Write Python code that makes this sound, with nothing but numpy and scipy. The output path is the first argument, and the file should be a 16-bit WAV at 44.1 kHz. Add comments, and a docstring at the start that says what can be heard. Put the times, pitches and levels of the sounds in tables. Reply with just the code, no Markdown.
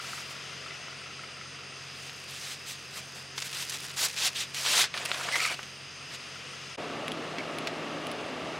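"""A nylon sleeve is worked off a folded photo light shade: cloth rubs and swishes, creases snap over,
and edges stick and slip with a squeak as the stiff shade slides out. It is night, outdoors;
a car idles and insects sing. Then the scene jumps to a second spot, with a louder rush of
engine and fan, a camera's small clicks and the scuffs of handled gear."""
import sys
import numpy as np
from scipy import signal
from scipy.fft import rfft, irfft, next_fast_len
from scipy.io import wavfile
from scipy.ndimage import uniform_filter1d

SR = 44100
rng = np.random.default_rng(int(sys.argv[2]) if len(sys.argv) > 2 else 0)


def int16_out(signal):
    """Quantize to a 16-bit WAV file."""
    q = np.round(np.clip(np.atleast_2d(signal).T, -1, 1) * 32767)
    wavfile.write(sys.argv[1], SR, q.astype(np.int16))


N = 378819
T = np.arange(N) / SR

# pulls on the sleeve: start/s, pull/s, slowing/s, peak/dB, build-up/dB, brightness/(dB/octave), body/dB
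SLEEVE_PULLS = [(0.0, .205, .05, -44, 1.5, 0.5, 0), (0.285, 0.022, 0.064, -48.5, 4, 3, -3),
                (1.76, 0.325, 0.044, -48, 8, -1, -5), (2.272, 0.25, .06, -40, 5.5, .8, -5),
                (2.655, 0.05, 0.074, -38.5, 5, 3, -9), (2.92, 0.056, .06, -40.5, 8, 3, 6),
                (3.14, 0.052, .08, -49.5, 0, 2.5, 13), (3.436, .03, .03, -40, 0, 3, -2),
                (3.522, .103, .035, -35.5, 4, 1.5, -4), (3.708, 0.03, .055, -36.5, 8, 1.5, -2),
                (3.828, .022, .03, -41, 3, 3, -3), (3.958, 0.091, 0.042, -26, 9, 4.5, 1.5),
                (4.158, 0.11, 0.041, -25, 10.5, 1.2, -6), (4.348, 0.068, 0.053, -31.5, 1, -1.6, -16),
                (4.536, 0.11, .04, -33, 3, 1, -2.5), (4.635, 0.17, 0.084, -22.5, 6.5, 1, -1.5),
                (6.09, .062, 0.023, -40.5, 12, -1.5, -1)]
# how strong nylon's low and high tones are, its "colour": f/Hz, level/dB
NYLON_COLOUR = [(120, -45), (200, -16.5), (283, -13), (547, -7), (633, -5.5), (1410, -3), (1830, -0.5),
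                (2110, -1.5), (3790, 1), (7740, -5), (11800, -14.5), (15800, -23.5)]
def sleeve():
    """Nylon slides over nylon: many tiny slips blend into a swish."""
    return rub(SLEEVE_PULLS, NYLON_COLOUR, level_db=0, slips_per_s=5600, spread_db=1.5,
               smooth=0.82, patchy_db=1.5, flutter_db=0.76)


# drags of the shade: start/s, pull/s, slowing/s, peak/dB, build-up/dB, brightness/(dB/octave), body/dB
SHADE_DRAGS = [(4.935, 0.3, .09, -36.5, 4, 1.5, 1), (5.044, .013, .012, -29, 0, 4.5, -6),
               (5.208, 0.15, .08, -36, 2, 0, 0.5), (5.31, 0.12, 0.17, -32.5, 2, 3, -4),
               (5.49, .052, 0.025, -38.5, -3, 1.5, -1)]
# colour of its stiff cloth: f/Hz, level/dB
SHADE_COLOUR = [(120, -50), (200, -13), (236, -11.5), (732, 3.5), (847, -7), (912, 0), (2780, 0.5),
                (8790, -11.5), (12900, -25.5), (15800, -31)]
def shade():
    """The stiff shade drags out of the sleeve, with fewer slips and a duller sound."""
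    return rub(SHADE_DRAGS, SHADE_COLOUR, level_db=1, slips_per_s=1500, spread_db=-0.5,
               smooth=1, patchy_db=2.5, flutter_db=1.26)


def stroke(start, pull_s, rest_s, peak_db, build_db, bright, body_db):
    """Cloth speeds up, then comes to rest; the faster it goes, the louder, brighter and fuller it is."""
    attack_s, fall_db = 0.015, 31.5
    t = T - start
    speed_db = -build_db * np.clip(1 - t / pull_s, 0, 1)
    speed_db -= fall_db * np.clip((t - pull_s) / rest_s, 0, 3) ** 2
    level = np.clip(t / attack_s, 0, 1) * gain_of(peak_db + speed_db)
    speed_db = np.maximum(speed_db, -fall_db)
    return level, bright + 0.3959 * speed_db, body_db + 0.5 * speed_db


def rub(strokes, colour, level_db, slips_per_s, spread_db, smooth, patchy_db, flutter_db):
    """Threads catch and let go in tiny slips; shifting folds colour them; taut cloth sounds brighter."""
    motion = np.zeros((3, N))
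    for row in strokes:
        new = stroke(*row)
        motion = np.where(new[0] > motion[0], new, motion)  # the stronger stroke takes over
    level, bright, body_db = motion
    sizes = gain_of(spread_db * np.minimum(rng.exponential(1, N), 5)) * rng.choice([-1, 1], N)
    slips = evened(sizes * (rng.random(N) < slips_per_s / SR)) + smooth * rng.standard_normal(N)
    hz, t, spectrum = signal.stft(coloured(slips, colour), SR, nperseg=256, noverlap=192)
    folds = uniform_filter1d(rng.standard_normal(spectrum.shape), size=5, axis=0)
    folds = evened(uniform_filter1d(folds, size=14, axis=1))
    octaves = np.log2(np.maximum(hz, 2500) / 4500)[:, None]
    # whole moving panels carry the lower tones
    panels = np.clip(1 - hz / 2600, 0, 1)[:, None] * np.interp(t, T, body_db)
    spectrum *= gain_of(patchy_db * folds + octaves * np.interp(t, T, bright) + panels)
    cloth = signal.istft(spectrum, SR, nperseg=256, noverlap=192)[1][:N]
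    return cloth * level * gain_of(level_db + flutter_db * drift(130))


# creases in the cloth: t/s, relative level/dB, f/Hz, crumple compared with the snap/dB
CREASE_SNAPS = [(2.094, -17, 2600, -24), (2.307, -20, 6000, -20), (3.377, -20, 3020, -1.5),
                (3.42, -11.5, 3500, -12), (3.694, -19.5, 5140, -4.5), (3.904, -23.5, 2570, -10),
                (4.086, -15, 4640, -18), (4.132, -21, 5150, -25), (4.544, -9, 4140, -22),
                (4.661, -6, 2700, -19), (4.776, -3, 3220, -11.5), (4.839, -6.5, 2400, -14),
                (4.939, -12, 2002, -12.5), (4.974, -10.5, 2560, -13), (5.114, -3.5, 2100, -18),
                (5.143, -18.5, 1770, -7), (5.286, -8.5, 1480, -16), (5.355, -5.5, 1880, -18),
                (5.59, -27, 1400, -3), (5.628, -24.5, 3010, -5.5)]
def creases():
    """Creases snap over with a sharp crack."""
    return snaps(CREASE_SNAPS, level_db=-5, cycles=0.3, crumple_s=0.0064, echo=.25)


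def snaps(rows, level_db, cycles, crumple_s, echo):
    """A fold flips: one short push of air, its echo, and a dying crumple."""
    out, t = np.zeros(N), np.arange(4000) / SR - .002
    for s, db, hz, crumple_db in rows:
        flip, bounce = (np.exp(-(u * hz / cycles) ** 2) * np.sin(2 * np.pi * hz * u)
                        for u in (t, t - .0015))
        colour = [(hz / 10, -22), (hz / 2, -3), (hz, 0), (hz * 2, -5), (hz * 6, -36)]
        crumple = coloured(rng.standard_normal(len(t)), colour) * (t > 0) * np.exp(-abs(t) / crumple_s)
        add(out, s, gain_of(db + level_db) * (flip + echo * bounce + gain_of(crumple_db) * crumple))
    return out


# squeaking edges: start/s, length/s, f/Hz, glide/(octaves/s), level/dB, overtones compared with f/dB
EDGE_SQUEAKS = [(5.317, 0.0606, 1980, 1.5, -30.5, -13), (5.376, .07, 2170, 3, -31.5, -9),
                (5.383, .105, 1245, -0.1, -38, -8), (5.438, 0.049, 2207, 2.4, -30.5, -10),
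                (5.474, 0.077, 1403, -1, -41.5, 3), (5.488, .048, 2230, -0.5, -36.5, -12)]
def squeaks():
    """Cloth edges stick and slip as the shade slides out."""
    out = np.zeros(N)
    for row in EDGE_SQUEAKS:
        add(out, *squeak(*row, jitter=.09, rough_db=4.5, third_db=-10))
    return out


def squeak(start, length, hz, glide, db, overtones_db, jitter, rough_db, third_db):
    """Sticking and slipping makes a shaky tone with two overtones; its pitch arches as it glides."""
    t = np.arange(0, length, 1 / SR)
    arch_octaves = .08 * np.sin(np.pi * t / length)
    pitch = hz * 2 ** (glide * (t - length / 2) + arch_octaves)
    pitch *= 1 + jitter * drift(700, len(t)) + 0.012 * drift(57.4, len(t))
    phase = 2 * np.pi * np.cumsum(pitch) / SR
    overtones = np.sin(2 * phase) + gain_of(third_db) * np.sin(3 * phase)
    tone = np.sin(phase) + gain_of(overtones_db) * overtones
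    tone = evened(tone * gain_of(rough_db * drift(340, len(t))))
    return start, tone * gain_of(db) * signal.windows.tukey(len(t), .35)


# hands gripping the cloth: start/s, hold/s, relative level/dB
HAND_GRIPS = [(0.0, 0.31, -52), (1.95, 1.2, -52), (3.355, 0.42, -42.5), (4.054, .08, -42.5),
              (5.477, .12, -52), (6.03, .65, -59)]
def wrinkles(pops_per_s=220, pop_s=0.00079, tighten_s=0.032, settle_db_per_s=31):
    """A soft, smooth hiss swells with each grip; under a harder grip, tiny pops join in."""
    level = np.zeros(N)
    for s, hold, db in HAND_GRIPS:
        settled_db = settle_db_per_s * np.maximum(T - s - hold, 0)
        level += np.clip((T - s) / tighten_s, 0, 1) * gain_of(db - settled_db)
    grip = np.clip((20 * np.log10(level + 1e-9) + 60) / 12, 0, 1)
    pops = gain_of(3 * np.minimum(rng.exponential(1, N), 4)) * (rng.random(N) < pops_per_s / SR)
    t = np.arange(400) / SR
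    pops = evened(signal.oaconvolve(pops, np.exp(-t / pop_s))[:N])
    colour = [(300, -24), (2000, 8), (6000, 6), (10000, -0.5), (15800, -14)]
    hiss = coloured(rng.standard_normal(N), colour)
    return hiss * (grip * pops + 0.99) * level * gain_of(-5)


# the far engine's hum: rough f/Hz, level/dB
IDLE_TONES = [(43.1, -76), (91.5, -64.5), (134.6, -57), (382.2, -68.5)]
# colour of its noise: f/Hz, level/dB
IDLE_COLOUR = [(30, -76), (55, -22), (85, -15.5), (140, -3.5), (220, -8), (600, -14), (860, -14),
               (1100, -8), (3000, -8), (4300, -12.5), (5600, -12.5), (7300, -20.5), (9500, -27),
               (15800, -51)]
# notes at which the space under the hood rings: f/Hz, width/Hz, relative level/dB
HOOD_NOTES = [(467, 180, -61.5), (679, 230, -62), (1280, 170, -65), (1930, 250, -62), (2700, 920, -53),
              (3380, 360, -63)]
# change in the hiss as the microphone turns: t/s, level/dB
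HISS_TURNS = [(.6, 2.5), (1.2, 0), (3.1, -1.5), (4.5, -0.5), (5.8, -1.5), (6.2, 1), (6.75, 2)]
# how strongly the engine ticks: t/s, relative level/dB
TICK_LEVELS = [(0, -50.5), (1.3, -48.5), (1.8, -56.5), (3.3, -58), (5.9, -59), (6.5, -52)]
def idle(firing_hz=45.3):
    """A car idles some way off, ticking at every second firing. Gives its low and high sounds apart."""
    # each tone moves to the nearest multiple of half the firing rate
    tones = [(firing_hz * np.round(2 * hz / firing_hz) / 2, db) for hz, db in IDLE_TONES]
    noise = gain_of(-46.5) * coloured(rng.standard_normal(N), IDLE_COLOUR)
    rumble = signal.sosfilt(signal.butter(1, 400, fs=SR, output="sos"), noise)
    hood = sum(gain_of(db) * band(hz, width) for hz, width, db in HOOD_NOTES)
    hiss = (noise - rumble + hood) * gain_of(along(HISS_TURNS))
    beats = T * firing_hz / 2
    strength = np.array([1, 0.6, 0.19, 0.81])[beats.astype(int) % 4]  # cylinders tick unequally
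    ringing = band(1340, 200) * gain_of(1.5 * drift(12))
    ringing += .6 * band(2050, 350) * gain_of(2.5 * drift(20)) + .35 * band(2700, 1400)
    ticking = evened(strength * np.exp(-(beats % 1) / .2)) * ringing * gain_of(along(TICK_LEVELS) - 5.5)
    return hum(tones, level_db=0, waver=0.22) + rumble, hiss + ticking


# the near engine's hum: f/Hz, relative level/dB
NEAR_TONES = [(161.5, -51), (253.0, -55), (366.1, -78)]
# colour of the fan's air: f/Hz, level/dB
FAN_COLOUR = [(29, -66), (50, -27), (81, -13.5), (128, -7), (155, -6), (188, -9.5), (251, 1), (673, -3),
              (921, -7.5), (1230, -12), (1600, -9.5), (2860, -11.5), (5880, -24), (10200, -36),
              (15800, -56.5)]
def fan_and_engine():
    """Close to the car, the fan's air rushes and rings in the ducts over the engine's hum."""
    air = coloured(rng.standard_normal(N), FAN_COLOUR) * gain_of(-37.5 + 0.12 * drift(26))
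    ducts = sum(gain_of(db) * band(hz, width)
                for hz, width, db in [(625, 230, -47.5), (1214, 300, -47), (2770, 380, -52)])
    return air + ducts + hum(NEAR_TONES, level_db=-1.4, waver=0.13)


def hum(tones, level_db, waver):
    """The turning engine makes low tones, each wavering a little in strength and timing."""
    return gain_of(level_db) * np.sqrt(2) * sum(
        gain_of(db) * (1 + waver / 2 * drift(10)) * np.sin(2 * np.pi * hz * T + waver * drift(5))
        for hz, db in tones)


# the camera's clicks: t/s, relative level/dB
CAMERA_CLICKS = [(7.08, -24.5), (7.1177, -25.5), (7.5844, -24.5), (8.0682, -27), (8.114, -26.5)]
# colour of a click: f/Hz, level/dB
CATCH_COLOUR = [(1500, -5), (3000, 11), (5000, -7), (8000, -9), (10000, -16), (15000, -19)]
def camera():
    """A small catch lets go and rings briefly at one high note."""
    out, t = np.zeros(N), np.arange(2500) / SR
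    for s, db in CAMERA_CLICKS:
        tick = coloured(rng.standard_normal(len(t)), CATCH_COLOUR) * np.exp(-t / 0.0019)
        ring = np.sin(2 * np.pi * 10150 * t) * np.exp(-t / 0.0046)
        add(out, s + 0.00104, gain_of(db) * (gain_of(-2.5) * tick + gain_of(-15) * ring))
    return out


# scuffs of the gear: t/s, relative level/dB, f/Hz, crumple compared with the snap/dB
GEAR_SCUFFS = [(7.382, -21, 2150, -3.5), (7.67, -18, 2350, -0.5)]
# its creak: start/s, length/s, f/Hz, glide/(octaves/s), level/dB, overtones compared with f/dB
GEAR_CREAK = (7.387, .026, 2170, -2, -39.5, -17)
def gear():
    """Handled gear scuffs twice and gives one short creak."""
    out = snaps(GEAR_SCUFFS, level_db=-6, cycles=0.49, crumple_s=0.0058, echo=0.47)
    add(out, *squeak(*GEAR_CREAK, jitter=.11, rough_db=5, third_db=-9))
    return out


# kinds of insect: f/Hz, width/Hz, relative level/dB, chirp rate/Hz, moment of one chirp/s, depth (0-1)
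INSECT_SONGS = [(2644, 210, -58, 1.13, 0.88, 0.2), (4950, 690, -52.5, 1.44, 0.47, 0.04),
                (6280, 690, -59, 3.1, 0.816, 0.34), (8920, 420, -68, 4, 0.752, 0.57),
                (8700, 1400, -68.5, 5.8, 0.83, 0.5)]
def insects():
    """Each kind is a fuzzy note from many small singers, swelling at its own pace."""
    return sum(gain_of(db) * band(hz, width) * (1 + depth * np.cos(2 * np.pi * rate * (T - s)))
               for hz, width, db, rate, s, depth in INSECT_SONGS)


def gain_of(db):
    return 10 ** (np.asarray(db) / 20)


def evened(x):
    """Scales x to an average power of one."""
    return x / np.sqrt(np.mean(x ** 2) + 1e-20)


def along(points):
    return np.interp(T, *np.transpose(points))


def add(mix, s, sound):
    part = mix[max(round(s * SR), 0):][:len(sound)]
    part += sound[:len(part)]


def coloured(x, colour):
    """Turns the low and high tones of x up or down to follow a colour, at a power of one."""
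    size = next_fast_len(len(x))
    hz, db = np.transpose(colour)
    curve_db = np.interp(np.log(np.fft.rfftfreq(size, 1 / SR) + 1), np.log(hz + 1), db)
    return evened(irfft(rfft(x, size) * gain_of(curve_db), size)[:len(x)])


def band(hz, width_hz):
    """Noise gathered closely around one pitch."""
    size = next_fast_len(N)
    distance = 2 * (np.fft.rfftfreq(size, 1 / SR) - hz) / width_hz
    return evened(irfft(rfft(rng.standard_normal(size)) / (1 + distance ** 4), size)[:N])


def drift(rate_hz, size=N):
    """Random wavering, about one in size."""
    return np.interp(np.arange(size) / SR * rate_hz, np.arange(4096), rng.standard_normal(4096))


def placed(x, left_db, side_db):
    """Nearly the same in both ears, widened a little by dull echoes from the surroundings."""
    t = np.arange(12000) / SR
    scatter = signal.lfilter(*signal.butter(1, 2000, fs=SR), rng.standard_normal(len(t)))
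    scatter *= np.exp(-t / 0.13)
    side = gain_of(side_db) * signal.oaconvolve(x, scatter / np.linalg.norm(scatter))[:N]
    return np.array([x * gain_of(left_db / 2) + side, x * gain_of(-left_db / 2) - side])


def scene(jump_s=6.769):
    """The sleeve is worked off while the car idles; then the scene jumps to the second spot."""
    cloth = sleeve() + shade() + wrinkles() + creases() + squeaks()
    engine_low, engine_high = idle()
    first = cloth + placed(engine_low, left_db=0.72, side_db=-33)
    # the hiss lies further left the more the microphone faces it
    first += placed(engine_high + insects(), left_db=1 + .5 * along(HISS_TURNS), side_db=-19)
    near_car = camera() + gear() + fan_and_engine() + gain_of(-6) * insects()
    second = placed(near_car, left_db=0.53, side_db=-32.5)
    dip = np.clip((abs(T - jump_s) - .001) / .012, 0, 1) ** 2  # a moment of silence at the jump
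    return np.where(T < jump_s, first, second) * dip


def record(dry):
    """Takes away the deepest rumble and the very highest treble."""
    wet = signal.sosfilt(signal.butter(4, 40, "high", fs=SR, output="sos"), dry)
    return signal.oaconvolve(wet, signal.firwin(511, 15900, window=("kaiser", 9), fs=SR)[None], "same")


dry = scene()
out = record(dry)
int16_out(out)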